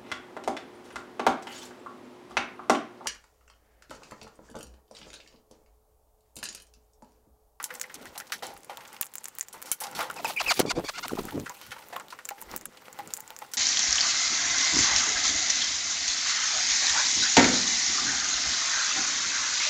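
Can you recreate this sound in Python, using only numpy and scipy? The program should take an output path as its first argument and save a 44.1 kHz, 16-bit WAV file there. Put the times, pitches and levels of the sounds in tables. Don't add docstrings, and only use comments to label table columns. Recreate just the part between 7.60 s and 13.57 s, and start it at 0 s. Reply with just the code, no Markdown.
import sys
import numpy as np
from scipy import signal
from scipy.io import wavfile
from scipy.ndimage import uniform_filter1d

SR = 44100
rng = np.random.default_rng(int(sys.argv[2]) if len(sys.argv) > 2 else 0)


def invert_db(x):
    u = np.asarray(x, float) / 20
    return 10 ** u


def materialize(psi):
    bounded = np.clip(np.atleast_2d(psi).T, -1, 1)
    quanta = np.round(bounded * 32767).astype(np.int16)
    wavfile.write(sys.argv[1], SR, quanta)


N = 263277
HUSK_HZ = 7070


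def rms_one(x):
    return x / np.sqrt(np.mean(x ** 2) + 1e-20)


def at_hz(points, hz):
    point_hz, point_db = np.transpose(points)
    return np.interp(np.log(hz), np.log(point_hz), point_db)


def drift(rate_hz, size):
    r = np.exp(-2 * np.pi * rate_hz / SR)
    return rms_one(signal.lfilter([1], [1, -2 * r, r * r], rng.standard_normal(size + 4000))[4000:])


def resonate(x, hz, width_hz):
    r = np.exp(-np.pi * width_hz / SR)
    zeros = np.array([1, 0, -1]) * (1 - r * r) / 2
    return signal.lfilter(zeros, [1, -2 * r * np.cos(2 * np.pi * hz / SR), r * r], x)


def swell(s, db, half_s):
    return invert_db(db - 16.5 * np.abs(np.arange(N) / SR - s) / half_s)


def add(out, s, piece, peak_db):
    i = round(s * SR)
    piece = piece[:N - i]
    out[i:i + len(piece)] += invert_db(peak_db) * piece / np.max(np.abs(piece))


def grains(per_s, spread_db):
    sizes = invert_db(spread_db * np.minimum(rng.exponential(1, (2, N)), 4))
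    hits = rng.random((2, N)) < per_s / SR
    return rng.standard_normal((2, N)) * (0.15 + sizes * hits)


def banded(source, spectrum, patchy_db):
    out, edges = 0, 24 * 2 ** np.arange(0, 10, .5)
    for k, (low, high) in enumerate(zip(edges, edges[1:])):
        bandpass = signal.butter(2, [low, high], "band", fs=SR, output="sos")
        band = signal.sosfilt(bandpass, source[k % 2])
        flicker_db = patchy_db * np.minimum(drift(29.0, N), 1.4)
        out = out + invert_db(at_hz(spectrum, np.sqrt(low * high)) + flicker_db) * band
    return rms_one(out)


def contacts(table, sharpness, broad_db, low_hz, ring_db):
    out, t = np.zeros(N), np.arange(6000) / SR
    highpass = signal.butter(2, low_hz, "high", fs=SR, output="sos")
    for (s, peak_db, hz, t60), noise in zip(table, rng.standard_normal((len(table), 2, len(t)))):
        dying = invert_db(-60 * t / np.clip(t60, .004, .4))
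        burst = noise[0] * invert_db(18 * uniform_filter1d(noise[1], size=40)) * dying
        note_gain = invert_db(ring_db) * np.clip(.15 / t60, .5, 3) * (hz < 1100)
        note = note_gain * np.sin(2 * np.pi * hz * t) * (1 - np.exp(-t / .004)) * dying
        coloured = resonate(burst, hz, hz / sharpness)
        broad = invert_db(broad_db) * signal.sosfilt(highpass, burst)
        add(out, s, coloured + broad + note, peak_db)
    return out


def knocks_of_beaks_and_claws():
    # (time [s], peak [dB], pitch [Hz])
    claws = [(0, -27.5, 1260), (0.104, -27.5, 1440), (.237, -31.5, 1950), (.297, -37, 1570),
             (0.456, -33, 1750), (.6, -31, 1640), (0.721, -22, 1650), (1.427, -28, 1190),
             (1.812, -35, 1900), (2.111, -41, 1290), (2.5, -24, 1260), (3.684, -30, 1420),
             (3.86, -29, 1420), (4.117, -29, 1450), (4.399, -31, 1120), (4.524, -31, 1120),
             (4.589, -30.5, 1420), (5.937, -40.5, 1530)]
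    # (time [s], peak [dB], pitch [Hz], t60 [s])
    pecks = [(.055, -36, 860, 0.061), (.108, -48.5, 500, 0.14), (.165, -49, 507, 0.25),
             (.36, -43, 265, 0.53), (.553, -37, 812, 0.26), (.703, -38.5, 810, 0.024),
             (.824, -28.5, 789, 0.23), (.902, -38, 800, 0.23), (1.095, -27.5, 813.5, 0.19),
             (1.17, -38.5, 918, 0.16), (1.94, -37, 905, 0.16), (2.212, -24, 866, 0.31),
             (2.391, -22.5, 842, 0.27), (2.404, -19, 1170, 0.12), (2.418, -27, 845, 0.32),
             (2.559, -31.5, 910, 0.22), (2.645, -19, 905, 0.033), (2.66, -32.5, 917, 0.21),
             (3.722, -33, 853, 0.056), (3.634, -39, 799, 0.52), (3.896, -33, 980, 0.096),
             (4.013, -43, 1060, 0.084), (4.159, -35, 943, 0.19), (4.326, -32, 715.5, 0.19),
             (4.36, -25, 1060, 0.097), (4.708, -30, 822, 0.073), (4.822, -36, 894, 0.023),
             (5.282, -33.5, 820, 0.007), (5.389, -29, 825, 0.094), (5.584, -38, 860, 0.042),
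             (5.704, -36, 886, 0.17), (5.819, -32, 852, 0.053)]
    claw_t60_s = 0.084
    blows = pecks + [(*row, claw_t60_s) for row in claws]
    return contacts(blows, sharpness=3.2, broad_db=-51.5, low_hz=500, ring_db=-15.5)


def plate(blows):
    # (pitch [Hz], level [dB], t60 [s])
    modes = [
        (512.6, 3.5, 0.074),
        (800, 0.5, 0.24),
        (873, -1, 0.41),
        (1060, -41, 0.53),
        (1420, -5.5, 0.033),
        (1970, -5.5, 0.0074),
    ]
    return sum(invert_db(db) * resonate(blows, hz, np.log(1000) / np.pi / t60) for hz, db, t60 in modes)


def stirring():
    # (time [s], level [dB])
    stir = [(0, -51.5), (.65, -56), (.9, -66), (1.3, -52), (1.852, -61.5), (2.08, -49.5), (2.18, -52.5),
            (2.4, -44.5), (2.621, -61.5), (2.93, -31.5), (3.03, -80), (3.5, -57), (4.27, -56.5), (4.8, -60),
            (4.928, -45.5), (5.05, -59), (5.47, -52), (5.7, -56.5)]
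    stir_db = np.interp(np.arange(N) / SR, *np.transpose(stir))
    return stir_db, invert_db(2.0 * drift(18, N))


def feather_rustle(stir_db, jerks):
    # (frequency [Hz], density [dB per Hz])
    rustle_spectrum = [(1180, -70), (2000, 8), (3250, -4.5), (3510, -1.5), (13600, -9), (15800, -2)]
    # (time [s], level [dB], half length [s])
    flurries = [
        (2.69, -40.5, 0.072),
        (2.95, -31, 0.071),
        (2.85, -43.5, 0.069),
        (2.975, -34, .03),
        (3.52, -50.5, 0.64),
    ]
    level = invert_db(-58.5 + .65 * (stir_db + 52.5)) + sum(swell(*row) for row in flurries)
    return level * jerks * banded(grains(900, spread_db=1.2), rustle_spectrum, patchy_db=3.0)


def body_shuffle(stir_db, jerks):
    # (frequency [Hz], density [dB per Hz])
    shuffle_spectrum = [(120, -26), (200, -14.5), (736, -15), (804, 10), (983, -19.5), (1250, -12),
                        (4000, -27), (5200, -24), (8800, -120)]
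    return invert_db(stir_db - 2) * jerks * banded(grains(600, spread_db=3.0), shuffle_spectrum, patchy_db=1.5)


def background_hiss():
    # (frequency [Hz], density [dB per Hz])
    hiss_spectrum = [(15, -36), (25, 17), (59, -17), (513, 17.5), (587, 8.5), (881, 11), (4450, -3.5),
                     (7420, 3.5), (15800, -39)]
    return invert_db(-60 - 4) * banded(rng.standard_normal((2, N)), hiss_spectrum, patchy_db=1.5)


def stirred_air():
    # (time [s], level [dB], half length [s], middle of the rumble [Hz])
    wafts = [(0.454, -47.5, 0.11, 252), (.48, -52, 0.065, 60.6), (0.88, -48.5, 0.23, 288),
             (0.954, -54.5, 0.054, 70.6), (1.974, -56, 0.029, 252), (2.364, -50.5, 0.19, 230),
             (2.666, -49.5, 0.31, 254), (2.872, -48, 0.066, 37.4), (4.936, -50.5, 0.13, 40.3),
             (3.026, -23, 0.043, 220), (3.072, -32, 0.053, 245), (3.185, -28, 0.039, 237),
             (3.15, -44, 0.16, 30), (3.614, -46, 0.15, 29.6), (3.536, -43.5, 0.17, 171.5),
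             (3.651, -32.5, 0.011, 155), (3.775, -33.5, 0.061, 139), (4.106, -57.5, 0.088, 79.4),
             (4.403, -55, 0.34, 320), (4.955, -47, 0.14, 204), (5.466, -50, 0.13, 215)]
    still_air = (0, -70.5, 1e3, 117)
    out = np.zeros(N)
    air = rng.standard_normal(N) * invert_db(3.0 * drift(40, N))
    for s, db, half_s, hz in wafts + [still_air]:
        bandpass = signal.butter(2, [hz / 1.96, hz * 2.45], "band", fs=SR, output="sos")
        out += swell(s, db, half_s) * rms_one(signal.sosfilt(bandpass, air))
    return out


def all_cracks():
    # (time [s], peak [dB])
    husks = [(.0421, -8), (.058, -23), (.1536, -25), (.1978, -20), (.2144, -8.5), (1.2773, -33),
             (1.467, -19.5), (1.5827, -18), (1.6413, -28), (1.6562, -17.5), (1.8101, -8), (1.8283, -19.5),
             (1.8844, -23.5), (2.0582, -27), (3.6349, -30), (3.799, -23), (3.8954, -24), (4.3986, -30.5),
             (4.6534, -21), (4.689, -19), (4.7053, -24), (5.0118, -22), (5.3287, -29), (5.475, -25.5),
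             (5.5375, -10), (5.568, -18), (5.6779, -27.5), (5.7645, -23.5), (5.789, -21)]
    # (time [s], peak [dB])
    shells = [(.0283, -20), (.344, -33), (.4559, -29), (.9763, -30.5), (1.0057, -40), (1.0465, -32),
              (1.4142, -4), (1.4244, -8), (1.6357, -31), (1.6434, -18), (1.6839, -21), (2.1163, -1.5),
              (2.2024, -26), (2.512, -24), (2.9983, 3), (3.482, -17), (5.0554, -16.5), (5.5738, -18.5)]
    # (time [s], peak [dB])
    splinters = [(.1406, -23), (.2303, -29), (1.4118, -0.5), (1.5384, -18.5), (1.5548, -8), (1.752, -25.5),
                 (1.7858, -8.5), (2.0184, -19), (2.0256, -14), (2.0286, -32), (3.6536, -19.5),
                 (4.2857, -27), (4.8057, -54), (4.8154, -21), (4.824, -21), (4.9632, -5.5), (4.9705, -23),
                 (4.9767, -16), (5.605, -14)]
    # (time [s],
    # peak [dB], pitch [Hz])
    pitched_snaps = [(0.218, -16, 5830), (0.578, -20.5, 4000), (.602, -21, 5070), (0.7213, -14, 4400),
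                     (1.1722, -20.5, 2960), (1.4301, -10.5, 2700), (2.5, -23.5, 2770), (2.647, -20, 6100),
                     (2.654, -32, 2530), (2.9938, 4, 3000), (3.0044, -19, 3400), (3.7086, -25, 3030),
                     (4.365, -20, 2700), (4.484, -32.5, 3200), (4.9144, -23.5, 5600), (5.3897, -23.5, 5200),
                     (5.7049, -21, 2850), (5.9366, -18, 5300), (4.6898, -14.5, 2320), (5.0572, -19, 1600),
                     (2.3915, -16, 2420), (2.408, -16, 2000), (2.413, -20, 1510), (3.482, -21, 2600),
                     (4.0143, -25, 2970), (3.038, -38, 2600)]
    # (time [s], peak [dB])
    crumbs = [(0.868, -23.5), (0.939, -35), (1.3299, -28.5), (4.6495, -34), (1.444, -20), (1.4514, -22),
              (1.4574, -22), (1.5184, -40), (1.568, -32), (1.6076, -36), (1.677, -31), (1.7644, -44),
              (1.796, -15.5), (4.671, -39), (4.7945, -44), (4.8186, -31), (4.9327, -41), (4.9441, -50),
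              (5.022, -35), (5.552, -29), (5.5982, -33), (5.618, -49), (2.3133, -26), (2.429, -25),
              (2.445, -35), (2.5427, -29.5), (2.765, -29), (2.9691, -34), (3.941, -35), (3.969, -38),
              (4.065, -30), (4.274, -42)]
    kinds = ((husks, HUSK_HZ), (shells, 9800), (splinters, 17700))
    snaps = [(*row, hz) for rows, hz in kinds for row in rows]
    return snaps + pitched_snaps + [(*row, 10500) for row in crumbs]


def cracks():
    out, t = np.zeros(N), np.arange(2000) / SR
    highpass = signal.butter(2, 900, "high", fs=SR, output="sos")
    snaps = all_cracks()
    for (s, peak_db, hz), noise in zip(snaps, rng.standard_normal((len(snaps), len(t)))):
        click = np.sign(noise[0]) * (t == 0)
        lumps_db = 30 * uniform_filter1d(noise[::-1], size=30)
        crumbling = invert_db(-28 + 4 * noise[1] - 60 * t / .022 + lumps_db)
        burst = click + noise * (.35 * np.exp(-t / .0002) + crumbling)
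        hz = min(hz * np.exp(.07 * noise[2]), .42 * SR)
        grinding = noise[::-1] * invert_db(-19 - 60 * t / 0.074 + 40 * uniform_filter1d(noise, size=60))
        grind = min(hz / HUSK_HZ, 1) ** 2 * resonate(grinding, HUSK_HZ, 1600)
        hollow = 4.1 * resonate(burst, hz, hz / 3.8)
        broad = invert_db(-4.5 - 0.28 * np.log2(hz / 7000)) * signal.sosfilt(highpass, burst)
        sparkle = 1.56 * resonate(burst, 14600, 2900)
        thud = invert_db(6.5 - 1.5 * np.log2(hz / 5000)) * resonate(burst, 1690, 1320)
        add(out, s, grind + hollow + broad + sparkle + thud, peak_db)
    return out + invert_db(-2.0) * resonate(out, 7200, 760)


def near_echoes(snaps):
    # (delay [s], level [dB])
    reflections = [
        (.0017, -17),
        (.0046, -17.5),
    ]
    return sum(invert_db(db) * np.pad(snaps, (round(late * SR), 0))[:N] for late, db in reflections)


def seed_rattles():
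    # (time [s], peak [dB], brightest [Hz], t60 [s])
    scatters = [(0.0403, -11, 8800, 0.077), (0.1493, -24, 7260, 0.074), (0.2115, -20.5, 6140, 0.057),
                (0.3423, -19.5, 6300, 0.038), (0.4558, -39, 4130, 0.23), (0.5784, -19, 10500, 0.084),
                (0.7208, -13.5, 4000, 0.13), (0.8295, -22, 3670, 0.31), (1.0972, -27.5, 2840, 0.11),
                (1.928, -26, 8800, 0.12), (2.0572, -29, 6070, 0.46), (2.1161, 5, 10500, 0.08),
                (2.2036, -10, 9800, 0.15), (2.3495, -18, 3700, 0.47), (2.4982, -43, 3020, 0.06),
                (2.646, -15, 5000, 0.024), (2.997, 2, 4100, 0.052), (3.4819, -31.5, 7360, 0.46),
                (3.7978, -50, 7900, 0.091), (4.0146, -32, 3230, 0.44), (4.117, -26, 3440, 0.074),
                (5.9356, -14, 5900, 0.085)]
    # (pitch [Hz], level [dB])
    rim = [(1450, 14), (2240, 4), (3103, 4.5), (5500, 1.5), (6700, -15), (4000, -5), (6040, 4),
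           (10500, -13), (11170, 4), (4400, -1.5)]
    rattles = contacts(scatters, sharpness=1.3, broad_db=-13, low_hz=1300, ring_db=-60)
    return rattles + sum(invert_db(db + 3.5) * resonate(rattles, hz, 25 + hz / 200) for hz, db in rim)


def scuffs_and_slaps():
    # (time [s], peak [dB], brightest [Hz], t60 [s])
    scuffs = [(.104, -55, 4000, 0.052), (.23, -27, 5500, 0.045), (.297, -59, 3500, 0.082),
              (.355, -32.5, 4150, 0.033), (.3974, -51, 2300, .03), (.4134, -42, 2500, .05),
              (.468, -40, 4200, 0.13), (.555, -34.5, 3000, 0.034), (.669, -42, 4400, .06),
              (.698, -38.5, 2480, 0.048), (.781, -42, 7000, 0.023), (.79, -44, 3000, 0.044),
              (.824, -36, 4500, .2), (.965, -39.5, 1680, 0.049), (1.0325, -40, 6000, 0.02),
              (1.13, -38, 1500, .04), (1.155, -55, 7000, 0.018), (1.206, -38, 1650, 0.072),
              (1.251, -37.5, 2350, 0.037), (1.281, -39, 5430, .02), (1.296, -56, 2980, 0.045),
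              (1.344, -41, 8000, .03), (1.365, -34, 2430, 0.023), (2.237, -19.5, 4950, 0.066),
              (2.268, -27.5, 4000, 0.056), (2.289, -43, 9550, 0.016), (2.364, -44, 3200, 0.031),
              (2.391, -44, 5000, 0.14), (2.405, -28, 3180, 0.12), (2.436, -33, 1990, .06),
              (2.5625, -32, 4319, 0.088), (2.679, -29, 8000, .1), (2.729, -47, 6950, 0.024),
              (2.876, -24, 4550, 0.065), (2.94, -19, 5000, 0.05),
              (3.941, -51, 1600, 0.057), (4.107, -34, 2980, 0.12), (4.184, -38, 1690, 0.085),
                   (4.223, -40.5, 1900, 0.042), (4.331, -32.5, 1720, 0.096), (4.45, -61, 1700, 0.031),
                   (4.473, -59, 1700, .03), (4.5032, -36, 3670, 0.11), (4.781, -40, 1710, 0.079),
                   (4.868, -69, 1950, .05), (5.171, -37.5, 2470, 0.052), (5.254, -42, 2700, 0.03),
                   (5.505, -36, 2600, 0.036), (5.819, -38, 1900, 0.067), (5.915, -38.5, 6800, 0.086),
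                   (4.805, -40, 13000, 0.061), (4.964, -30, 13400, 0.046), (4.655, -49, 13000, 0.087),
                   (5.538, -28, 12000, 0.082), (5.94, -24.5, 12000, 0.061)]
    # (time [s], peak [dB], brightest [Hz], t60 [s])
    slaps = [(2.992, -10, 563, 0.043), (3.002, -1.5, 567, 0.021), (3.051, -34, 597, 0.031),
             (3.166, -45, 600, 0.094), (3.179, -34.5, 660, 0.043), (3.195, -26, 800, 0.05),
             (3.24, -31, 600, 0.093), (3.533, -31, 800, 0.037), (3.777, -57, 750, 0.043),
             (3.689, -42, 850, 0.16)]
    blows = scuffs + slaps
    return contacts(blows, sharpness=1.27, broad_db=-25.5, low_hz=1200, ring_db=-60)


def squeak_shape(start, length, hz, whistle_db, croak_db, over_db, sag_per_s, rough):
    break_s, croak_s, release_s = .006, .01103, .009
    croak_hz, croak_end_hz, croak_noise = 803, 479, .32
    s = start + np.cumsum([0, length / 2, length / 2, break_s / 2, break_s / 2, croak_s, release_s])
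    sag = sag_per_s * length
    strain = .7 * (croak_db > -55)
    hoarse_db = 6.5 + 40 * (.2 - abs(start - 3.15))
    pitch_hz = [hz * (1 + sag), hz, hz * (1 - sag), np.sqrt(hz * croak_hz), croak_hz,
                (croak_hz + croak_end_hz) / 2, croak_end_hz]
    level_db = [whistle_db - 5.5, whistle_db, whistle_db - 3.0 + 7.9 * strain, croak_db - 7,
                croak_db - 2.0, croak_db, croak_db - 22.5]
    strained_db = over_db + strain * (hoarse_db - over_db)
    overtones_db = [over_db, over_db, strained_db, hoarse_db - 3, hoarse_db, hoarse_db, hoarse_db]
    return s, pitch_hz, level_db, overtones_db, [rough] * 3 + [croak_noise] * 4


def squeaks():
    # (time [s], whistle length [s], pitch [Hz], whistle level [dB], croak level [dB])
    breaking = [
        (2.57, 0.0089, 2590, -44, -68),
        (2.582, 0.0068, 2476, -40, -35.5),
        (2.65, 0.011, 2605, -29, -56),
        (2.685, 0.0078, 2485, -43, -33.5),
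        (2.79, 0.0093, 2550, -38, -24.5),
        (2.879, 0.025, 2450, -23, -11),
        (2.997, 0.0026, 2376, -24, -19),
        (3.091, 0.009, 2350, -25.5, -20.5),
        (3.274, 0.0079, 2324, -40, -29),
    ]
    doubled = [
        (2.961, 0.03, 1200, -31, -70),
        (3.059, 0.045, 1163, -35.5, -68),
        (3.151, 0.0406, 1207, -42, -64),
        (3.244, 0.03, 1117, -39.5, -68),
    ]
    retreat = [
        (3.333, 0.044, 689, -41.5, -32),
        (3.426, 0.016, 708, -34.5, -35.5),
    ]
    parting = [
        (3.491, 0.0061, 1500, -35, -54),
        (3.572, 0.007, 1097, -44, -36),
    ]
    leads = [
        (2.761, 0.029, 2416, -28, -70),
        (2.861, 0.015, 2720, -28, -58),
    ]
    # (overtones [dB], pitch sag [share per s], roughness [0-1])
    manners = [
        (-11.5, 4.5, 0.01),
        (15, -0.7, 0.23),
        (34, -1.5, .2),
        (-15, 3.5, 0.23),
        (-28, 0.5, 0.12),
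    ]
    # (frequency [Hz], width [Hz], level [dB])
    throat = [(930, 304, 7.5), (2700, 1700, 0), (4400, 1080, 7), (6800, 2700, 0.5)]
    out = np.zeros(N)
    kinds = zip((breaking, doubled, retreat, parting, leads), manners)
    for call in [(*row, *manner) for rows, manner in kinds for row in rows]:
        s, *columns = squeak_shape(*call)
        i = round(s[0] * SR)
        t = np.arange(i, round(s[-1] * SR) + 200) / SR
        hz, level_db, over_db, rough = [np.interp(t, s, c) for c in columns]
        rough = np.clip(rough, 0, 1)
        shake = (0.018 + 0.142 * rough) * drift(319, size=6000)[:len(t)]
        phase = 2 * np.pi * np.cumsum(hz * (1 + shake)) / SR
        tone = 0
        for k in range(1, 13):
            tone = tone + invert_db(over_db * (k > 1) - 2.3 * k) * np.cos(k * phase) * (k * hz < 12000)
        gate = (1 + np.cos(phase)) ** 2 / 2
        breath = 1.8 * invert_db(over_db) * rng.standard_normal(6000)[:len(t)] * gate
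        source = tone + rough * breath
        voice = sum((-1) ** k * invert_db(db) * resonate(source, f, w) for k, (f, w, db) in enumerate(throat))
        voice /= np.sqrt(uniform_filter1d(voice ** 2, size=200) + 1e-6)
        edge = np.clip(np.minimum(t - s[0], t[-1] - t) / .003, 0, 1)
        flutter_db = 1.5 * drift(70, size=6000)[:len(t)]
        out[i:i + len(t)] += voice * invert_db(level_db + flutter_db) * edge
    return out


def swoops():
    # (time [s], length [s], from [Hz], to [Hz], peak [dB])
    slides = [(2.786, 0.0083, 2690, 2980, -31), (2.795, .013, 3020, 2260, -24),
              (3.098, 0.02, 2270, 452, -33), (3.28, 0.0201, 2224, 435, -34.5),
              (3.356, 0.013, 2400, 3180, -41), (3.34, 0.011, 2450, 2350, -43),
              (3.376, 0.02, 3090, 710, -39), (3.44, 0.0174, 1450, 712, -33.5),
              (3.5, 0.026, 1787, 480, -34.5), (3.569, 0.022, 1263, 487, -32.5),
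              (3.584, 0.02, 1580, 800, -36)]
    out = np.zeros(N)
    for (s, length, hz, end_hz, db), noise in zip(slides, rng.standard_normal((len(slides), 2000))):
        along = np.linspace(0, 1, min(round(length * SR), 2000))
        wobble = 1 + .2 * uniform_filter1d(noise, size=60)[:len(along)]
        phase = 2 * np.pi * np.cumsum(hz * (end_hz / hz) ** along * wobble) / SR
        note = np.sin(phase) + invert_db(-17) * np.sin(2 * phase)
        add(out, s, note * np.sqrt(np.sin(np.pi * along) + 1e-9), db)
    return out


def wing_gusts():
    # (time [s], peak [dB], quickness [Hz])
    gusts = [(2.996, 0, 560), (3.004, 2, 430), (3.034, -28, 300), (3.054, -12.5, 430), (3.069, -28, 400),
             (3.085, -23, 280), (3.169, -24, 520), (3.177, -18, 400), (3.183, -18, 324), (3.195, -29, 450),
             (3.201, -22.5, 530), (3.212, -39, 303), (3.24, -30.5, 450), (3.247, -25.5, 420),
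             (3.521, -28, 302), (3.534, -17.5, 367), (3.554, -27, 302), (3.589, -21, 350),
             (3.594, -22, 370), (3.607, -27, 332), (3.62, -33, 220), (3.649, -36, 330), (3.654, -26.5, 278),
             (3.674, -33, 248), (3.745, -28.5, 248), (3.758, -33, 229), (3.769, -27, 260),
             (3.778, -20, 427), (3.785, -24, 330), (3.797, -27, 383), (3.811, -42, 300), (3.837, -32, 223)]
    out, t = np.zeros(N), np.arange(-441, 800) / SR
    for s, peak_db, hz in gusts:
        cycles = t * hz
        lump = -np.sin(2 * np.pi * cycles - .8) * np.exp(-(cycles / 0.5) ** 2)
        dip = 0.49 * np.exp(-((cycles - .45) / 0.089) ** 2)
        add(out, s + t[0], lump - dip, peak_db)
    return out


def scene():
    knocks = knocks_of_beaks_and_claws()
    stir_db, jerks = stirring()
    shuffle = body_shuffle(stir_db, jerks)
    steady = knocks + invert_db(3.0) * plate(knocks + shuffle)
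    steady = steady + shuffle + feather_rustle(stir_db, jerks) + background_hiss()
    steady = steady + invert_db(-8.0) * seed_rattles() + scuffs_and_slaps() + squeaks()
    steady = signal.sosfilt(signal.cheby2(18, 50, 16050, fs=SR, output="sos"), steady)
    snaps = cracks()
    air = stirred_air() + wing_gusts()
    return (steady + snaps + near_echoes(snaps) + air + swoops())[None]


def top_cut(x):
    return signal.sosfilt(signal.butter(12, 17060, fs=SR, output="sos"), x)


def record(dry):
    knee_db, recovery_db_per_s, gain_share = -17.5, 96, 0.46
    over_db = np.maximum(20 * np.log10(np.abs(dry[0]) + 1e-9) - knee_db, 0)
    ramp = recovery_db_per_s * np.arange(N) / SR
    held_db = np.maximum.accumulate(over_db + ramp) - ramp
    duck_db = signal.lfilter([.03], [1, -.97], held_db)
    limited = .45 * np.tanh(dry * invert_db(-gain_share * duck_db) / .45)
    cut = signal.sosfilt(signal.cheby2(10, 60, 17200, fs=SR, output="sos"), limited)
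    return top_cut(cut)


dry = scene()
out = record(dry)
materialize(out)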